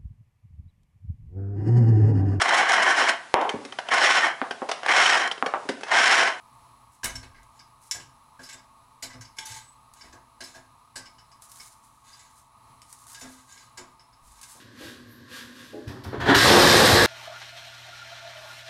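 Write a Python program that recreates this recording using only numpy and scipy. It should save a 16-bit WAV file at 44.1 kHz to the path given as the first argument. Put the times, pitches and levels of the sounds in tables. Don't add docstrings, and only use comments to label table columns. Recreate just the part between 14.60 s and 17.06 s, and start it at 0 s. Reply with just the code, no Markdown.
import sys
import numpy as np
from scipy import signal
from scipy.fft import rfft, irfft
from scipy.io import wavfile
from scipy.ndimage import uniform_filter1d

SR = 44100
rng = np.random.default_rng(int(sys.argv[2]) if len(sys.argv) > 2 else 0)


def master_out(mix):
    frames = np.transpose(np.atleast_2d(mix))
    ceiling = np.clip(frames, -1, 1)
    pcm = np.round(ceiling * 32767).astype(np.int16)
    wavfile.write(sys.argv[1], SR, pcm)


N = 108530

# (frequency [Hz], level [dB])
AIR_TONE = [(30, -27), (60, -15), (85, -8), (115, 1), (170, -17.5), (215, -9), (255, -0.5), (310, -7),
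            (360, -8), (420, -18), (500, -11.5), (640, -21.5), (800, -29.5), (1100, -12.5), (1300, -25),
            (1650, -10.5), (2300, -28), (4200, -22.5), (7000, -34.5), (12500, -42), (15000, -59)]
AIR_DB = -51.5
HUM_HZ, HUM_WIDTH_HZ, HUM_DB = 242.5, 5.1, -55.5

# (time [s], level [dB])
SWISH_LEVEL = [(.44, -85), (.52, -58.5), (.56, -64), (.62, -89)]
# (frequency [Hz], level [dB])
SWISH_TONE = [(5000, -24), (9000, -14), (12500, 3), (15000, -17)]
# (time of peak [s], rise [s], fall [s], level [dB])
SCUFF_EVENTS = [(0.0, 0.06, 0.031, -50), (0.252, 0.072, 0.07, -43.5), (.765, 0.058, 0.066, -41),
                (0.999, 0.06, 0.12, -49.5)]
# (frequency [Hz], level [dB])
SCUFF_TONE = [(290, -35), (500, -5.5), (602, -26), (859, -20), (1080, -9), (1260, -12.5), (1610, -2),
              (2170, -13), (3510, -8.5), (7910, -21), (12600, -22), (15000, -37)]

# (time [s], level [dB])
BOOM_LEVEL = [(1.28, -58), (1.42, -50), (1.48, -50), (1.62, -34), (1.8, -33), (1.9, -31), (2.2, -30),
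              (2.33, -27), (2.46, -30)]
# (frequency [Hz], level [dB])
BOOM_TONE = [(28, -22), (48, -5.5), (64, -10.5), (80, 1), (95, 3.5), (130, -1.5), (160, -4), (200, -16)]

# (time [s], level [dB], contact [s])
BUMP_EVENTS = [(.198, -43, 0.013), (.225, -44, 0.009), (1.127, -35.5, 0.019), (1.16, -39.5, 0.018),
               (1.527, -30.5, 0.0064), (1.553, -44, 0.0044)]
# (frequency [Hz], level [dB], time to fall 60 dB [s])
BUMP_MODES = [(249, -10, 0.15), (302, -3.5, 0.11), (345.6, -3, 0.12), (422, -5, 0.087), (493, -1.5, 0.061),
              (593, -7.5, 0.079), (688, -17, 0.12), (806, -13, 0.087)]
# (time [s], level [dB], contact [s])
THUD_EVENTS = [(.235, -50, .015), (1.267, -31, 0.013), (1.453, -30.5, 0.02), (1.755, -23, 0.0087),
               (1.87, -22, 0.015), (2.315, -22, 0.014)]
# (frequency [Hz], level [dB], time to fall 60 dB [s])
THUD_MODES = [(71, -6, 0.19), (86, 5.5, .22), (104.7, -2.5, 0.4), (128.4, -3, 0.43), (225, -5, 0.29),
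              (289, -8.5, 0.46), (378, -15, 0.98)]
# (time [s], level [dB], contact [s])
CLANG_EVENTS = [(1.275, -50.5, 0.0047), (1.61, -41, 0.004), (1.70, -22.5, 0.0018), (1.768, -23, 0.0053),
                (1.797, -20.5, .006), (1.94, -22, 0.0051), (2.15, -26, .003), (2.23, -22.5, 0.0019),
                (2.375, -21.5, 0.0035)]
# (frequency [Hz], level [dB], time to fall 60 dB [s])
PANE_MODES = [(1104, -1, 0.71), (1330, -22, .4), (1567, 5, 0.22), (1620, 6, 0.39), (1760, -5, 0.4),
              (1791, 0, 0.7), (1850, 5, 0.23), (1989, 3, 0.18), (3368, -4, 0.52), (4060, -4, 0.11),
              (4000, -2, 0.35), (5000, -25, 0.5)]

# (time [s], level [dB])
LANDING_EVENTS = [(1.842, -20.5), (1.889, -23), (1.942, -19.5), (1.968, -15.5), (2.018, -21.5),
                  (2.048, -16), (2.22, -23), (2.31, -24.5), (2.376, -19.5)]
LANDING_T60_S = 0.06
# (time [s], level [dB])
DRUMMING_LEVEL = [(1.75, -39), (1.825, -28.5), (1.85, -17), (1.95, -15.5), (2.06, -19), (2.15, -16.5),
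                  (2.24, -18.5), (2.37, -21.5), (2.46, -24)]
# (frequency [Hz], level [dB])
BOARD_TONE = [(53, -20.5), (90, -7.5), (140, -3), (183, -5.5), (253, -2), (312, -2.5), (355, -2),
              (413, -0.5), (486, -0.5), (765, -5.5), (1100, -4.5), (1290, -8), (1450, -11), (1880, -61),
              (3190, -120)]
# (frequency [Hz], level [dB], time to fall 60 dB [s])
BOARD_MODES = [(280, -17, 0.11), (348, 1, 0.42), (354.2, 6, 0.23), (503, 1, 0.36), (1080, -19, 0.092),
               (1131, 14, 0.064)]
CLUMPS_PER_S, CLUMP_SPREAD_DB = 900, 2
BOARD_RING_DB = -8.5

# (time [s], level [dB], time to fall 60 dB [s], tilt [dB per octave])
CLATTER_EVENTS = [(1.266, -42, 1, -4), (1.436, -41.5, 0.45, -1.5), (1.52, -33.5, 0.29, -3),
                  (1.593, -28, 0.58, -0.5), (1.65, -21.5, 0.38, 0), (1.675, -12.5, 0.12, -2),
                  (1.688, -16, 0.078, 0), (1.701, -15.5, 0.07, -2), (1.74, -14.5, .05, 3.5)]
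# (frequency [Hz], level [dB])
CLATTER_TONE = [(59, -61), (100, -11), (159, -11.5), (337, -2), (482, -8.5), (646, -6), (764, -8),
                (942, -3), (1430, -6.5), (1700, -4), (2520, -20), (3250, -15), (4730, -22), (5150, -26.5),
                (15000, -50.5)]
# (time [s], level [dB], time to fall 60 dB [s], tilt [dB per octave])
CRACK_EVENTS = [(1.271, -46, 0.22, 3.5), (1.435, -46, 0.09, 5.5), (1.598, -41, 0.22, 0),
                (1.692, -23, 0.025, -6.5), (1.743, -28, 0.066, 1.5)]
# (frequency [Hz], level [dB])
CRACK_TONE = [(400, -24), (1600, 13.5), (2600, 7.5), (4000, 4.5), (5600, 2.5), (7000, -9), (12500, -11.5),
              (15500, -27)]
CHATTER_RISE_S, CRACK_RISE_S = 0.02, 0.0085

# (time [s], level [dB])
SHOWER_LEVEL = [(1.742, -70), (1.75, -18), (1.80, -19.5), (1.87, -16), (2.05, -16), (2.15, -16), (2.3, -17),
                (2.46, -21.5)]
# (frequency [Hz], level [dB])
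SHOWER_TONE = [(820, -44), (1400, -8), (1630, -1), (1870, -3), (2270, -9), (2670, -10), (3430, -7),
               (3910, -4.5), (5560, -10.5), (6790, -18), (8910, -17.5), (9860, -22), (12500, -20.5),
               (15500, -46)]
SHARDS_PER_S, SHARD_SPREAD_DB = 5500, 3
SHARD_T60_S = 0.025
SHARD_CLICK = 0.99

ROOM_T60_LOW_S, ROOM_T60_HIGH_S, ROOM_CUT_HZ = 0.53, 0.39, 184
LIMIT_DB, LIMIT_S = -11, 0.011
TOP_HZ = 15700


def undb(db):
    return 10 ** (np.asarray(db) / 20)


def clock():
    return np.arange(N) / SR


def unit(x):
    return x / np.sqrt(np.mean(x ** 2))


def fade(t60):
    return np.exp(-np.log(1000) * clock() / max(t60, 1e-3))


def onset(seconds):
    progress = np.minimum(clock() / max(seconds, 1e-4), 1)
    return np.sin(np.pi / 2 * progress) ** 2


def swell(curve):
    times, levels = np.array(curve).T
    return undb(np.interp(clock(), times, levels, left=-200))


def through(x, response):
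    return signal.fftconvolve(x, response)[:N]


def colour(x, tone, tilt_db=0, skirt_db=24, size=4096):
    hz, db = np.array(sorted(tone)).T
    octave = np.log2(np.maximum(np.fft.rfftfreq(size, 1 / SR), 10))
    knots = np.log2(hz)
    tilt = tilt_db * (octave - knots.mean())
    skirt = skirt_db * abs(octave - np.clip(octave, knots[0], knots[-1]))
    gain_db = np.interp(octave, knots, db) + tilt - skirt
    cepstrum = irfft(np.log(undb(gain_db) + 1e-6))
    cepstrum[1:size // 2] *= 2
    cepstrum[size // 2 + 1:] = 0
    return through(x, irfft(np.exp(rfft(cepstrum))))


def ring(modes, jitter=0.002):
    total = np.zeros(N)
    for hz, db, t60 in modes:
        pitch = hz * (1 + jitter * rng.standard_normal())
        strength = rng.choice([-1, 1]) * undb(db)
        total += strength * fade(t60) * np.sin(2 * np.pi * pitch * clock())
    return total


def place(x, at, db, size=882):
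    start = max(int(at * SR), 0)
    loudest = np.sqrt(uniform_filter1d(x ** 2, size, mode="constant").max())
    return np.pad(x, (start, 0))[:N] * undb(db) / loudest


def blows(events, modes):
    return sum(place(ring(modes) * onset(contact), at, db) for at, db, contact in events)


def contacts(per_s, spread_db):
    chance, weight, sign = rng.random(N), rng.exponential(size=N), rng.choice([-1, 1], N)
    return (chance < per_s / SR) * sign * undb(spread_db * np.minimum(weight, 5))


def bursts(events, tone, per_s, spread_db, rise_s):
    total = np.zeros(N)
    for at, db, t60, tilt in events:
        hits = contacts(per_s, spread_db) * onset(rise_s) * fade(t60)
        total += place(colour(hits, tone, tilt_db=tilt), at, db)
    return total


def room(x, wet_db):
    high_pass = signal.butter(2, ROOM_CUT_HZ, "high", fs=SR, output="sos")
    noise = signal.sosfilt(high_pass, rng.standard_normal(N))
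    low = signal.sosfilt(signal.butter(1, 2500, fs=SR, output="sos"), noise)
    tail = low * fade(ROOM_T60_LOW_S) + (noise - low) * fade(ROOM_T60_HIGH_S)
    tail *= 1 - fade(0.034)
    echo = through(x, tail / np.linalg.norm(tail))
    return (x + undb(wet_db) * echo) / np.hypot(1, undb(wet_db))


def background():
    air = unit(colour(rng.standard_normal(N), AIR_TONE))
    peak = signal.iirpeak(HUM_HZ, HUM_HZ / HUM_WIDTH_HZ, fs=SR)
    hum = signal.lfilter(*peak, rng.standard_normal(N))
    hum = unit(colour(hum, [(200, 0), (280, 0)]))
    return undb(AIR_DB) * air + undb(HUM_DB) * hum


def swish():
    return swell(SWISH_LEVEL) * unit(colour(rng.standard_normal(N), SWISH_TONE))


def scuffs():
    t = clock()
    push = np.zeros(N)
    for at, rise, fall, db in SCUFF_EVENTS:
        rising = np.exp(-((t - at) / rise) ** 2)
        falling = 1 / np.cosh(np.minimum(abs(t - at) / fall, 10) * 1.3)
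        push += undb(db) * np.where(t < at, rising, falling)
    return push * unit(colour(contacts(9000, 2.5), SCUFF_TONE))


def boom():
    return unit(colour(contacts(1500, 2.2), BOOM_TONE)) * swell(BOOM_LEVEL)


def frame():
    bumps = room(blows(BUMP_EVENTS, BUMP_MODES), wet_db=2)
    thuds = room(blows(THUD_EVENTS, THUD_MODES), wet_db=1.5)
    clangs = room(blows(CLANG_EVENTS, PANE_MODES), wet_db=-5.5)
    return bumps + thuds + clangs


def boards(count=3):
    spots = []
    for _ in range(count):
        hits = contacts(CLUMPS_PER_S / count, CLUMP_SPREAD_DB)
        knocks = unit(colour(hits, BOARD_TONE, skirt_db=30))
        ringing = unit(through(hits, ring(BOARD_MODES)))
        wood = knocks + undb(BOARD_RING_DB) * ringing
        spots.append(wood * swell(DRUMMING_LEVEL) / np.sqrt(count))
    return spots


def landings():
    total = np.zeros(N)
    for at, db in LANDING_EVENTS:
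        hits = contacts(2500, 1.6) * fade(LANDING_T60_S)
        total += place(colour(hits, BOARD_TONE, tilt_db=-1.5), at, db)
    return total


def shards(size=3000, count=4):
    t, out = clock()[:size], np.zeros((count, N + size))
    hits, spot = contacts(SHARDS_PER_S, SHARD_SPREAD_DB), rng.integers(count, size=N)
    pitch = rng.uniform(1400, 15000, N)
    life = SHARD_T60_S * np.exp(rng.standard_normal(N) / 2)
    falling = clock() > SHOWER_LEVEL[0][0] - 0.02
    for i in np.flatnonzero(hits * falling):
        tone = np.sin(2 * np.pi * pitch[i] * t) * np.exp(-np.log(1000) * t / life[i])
        out[spot[i], i:i + size] += hits[i] * tone / np.sqrt(np.sum(tone ** 2))
        out[spot[i], i] += SHARD_CLICK * hits[i]
    sprays = [colour(row[:N], SHOWER_TONE, skirt_db=21) for row in out]
    gain = swell(SHOWER_LEVEL) / np.std(sum(sprays)[falling])
    return [spray * gain for spray in sprays]


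def pane():
    chatter = bursts(CLATTER_EVENTS, CLATTER_TONE, 4500, 2.0, CHATTER_RISE_S)
    cracks = bursts(CRACK_EVENTS, CRACK_TONE, 9000, 3.6, CRACK_RISE_S)
    return chatter + cracks


def scene():
    friction = room(scuffs() + swish(), wet_db=-3.5)
    drumming = sum(room(spot, wet_db=-0.5) for spot in boards())
    floor = room(landings(), wet_db=-2.5) + drumming + boom()
    shower = sum(room(spray, wet_db=0.5) for spray in shards())
    glass = room(pane(), wet_db=-0.5) + shower
    return (background() + friction + frame() + floor + glass)[None]


def record(dry):
    power = uniform_filter1d(dry ** 2, max(int(LIMIT_S * SR), 1), axis=-1)
    held = dry / (1 + (power / undb(LIMIT_DB) ** 2) ** 2) ** (1 / 4)
    rounded = np.tanh(0.82 * held) / 0.78
    return signal.sosfilt(signal.ellip(10, 0.2, 80, TOP_HZ, fs=SR, output="sos"), rounded)


dry = scene()
out = record(dry)
master_out(out)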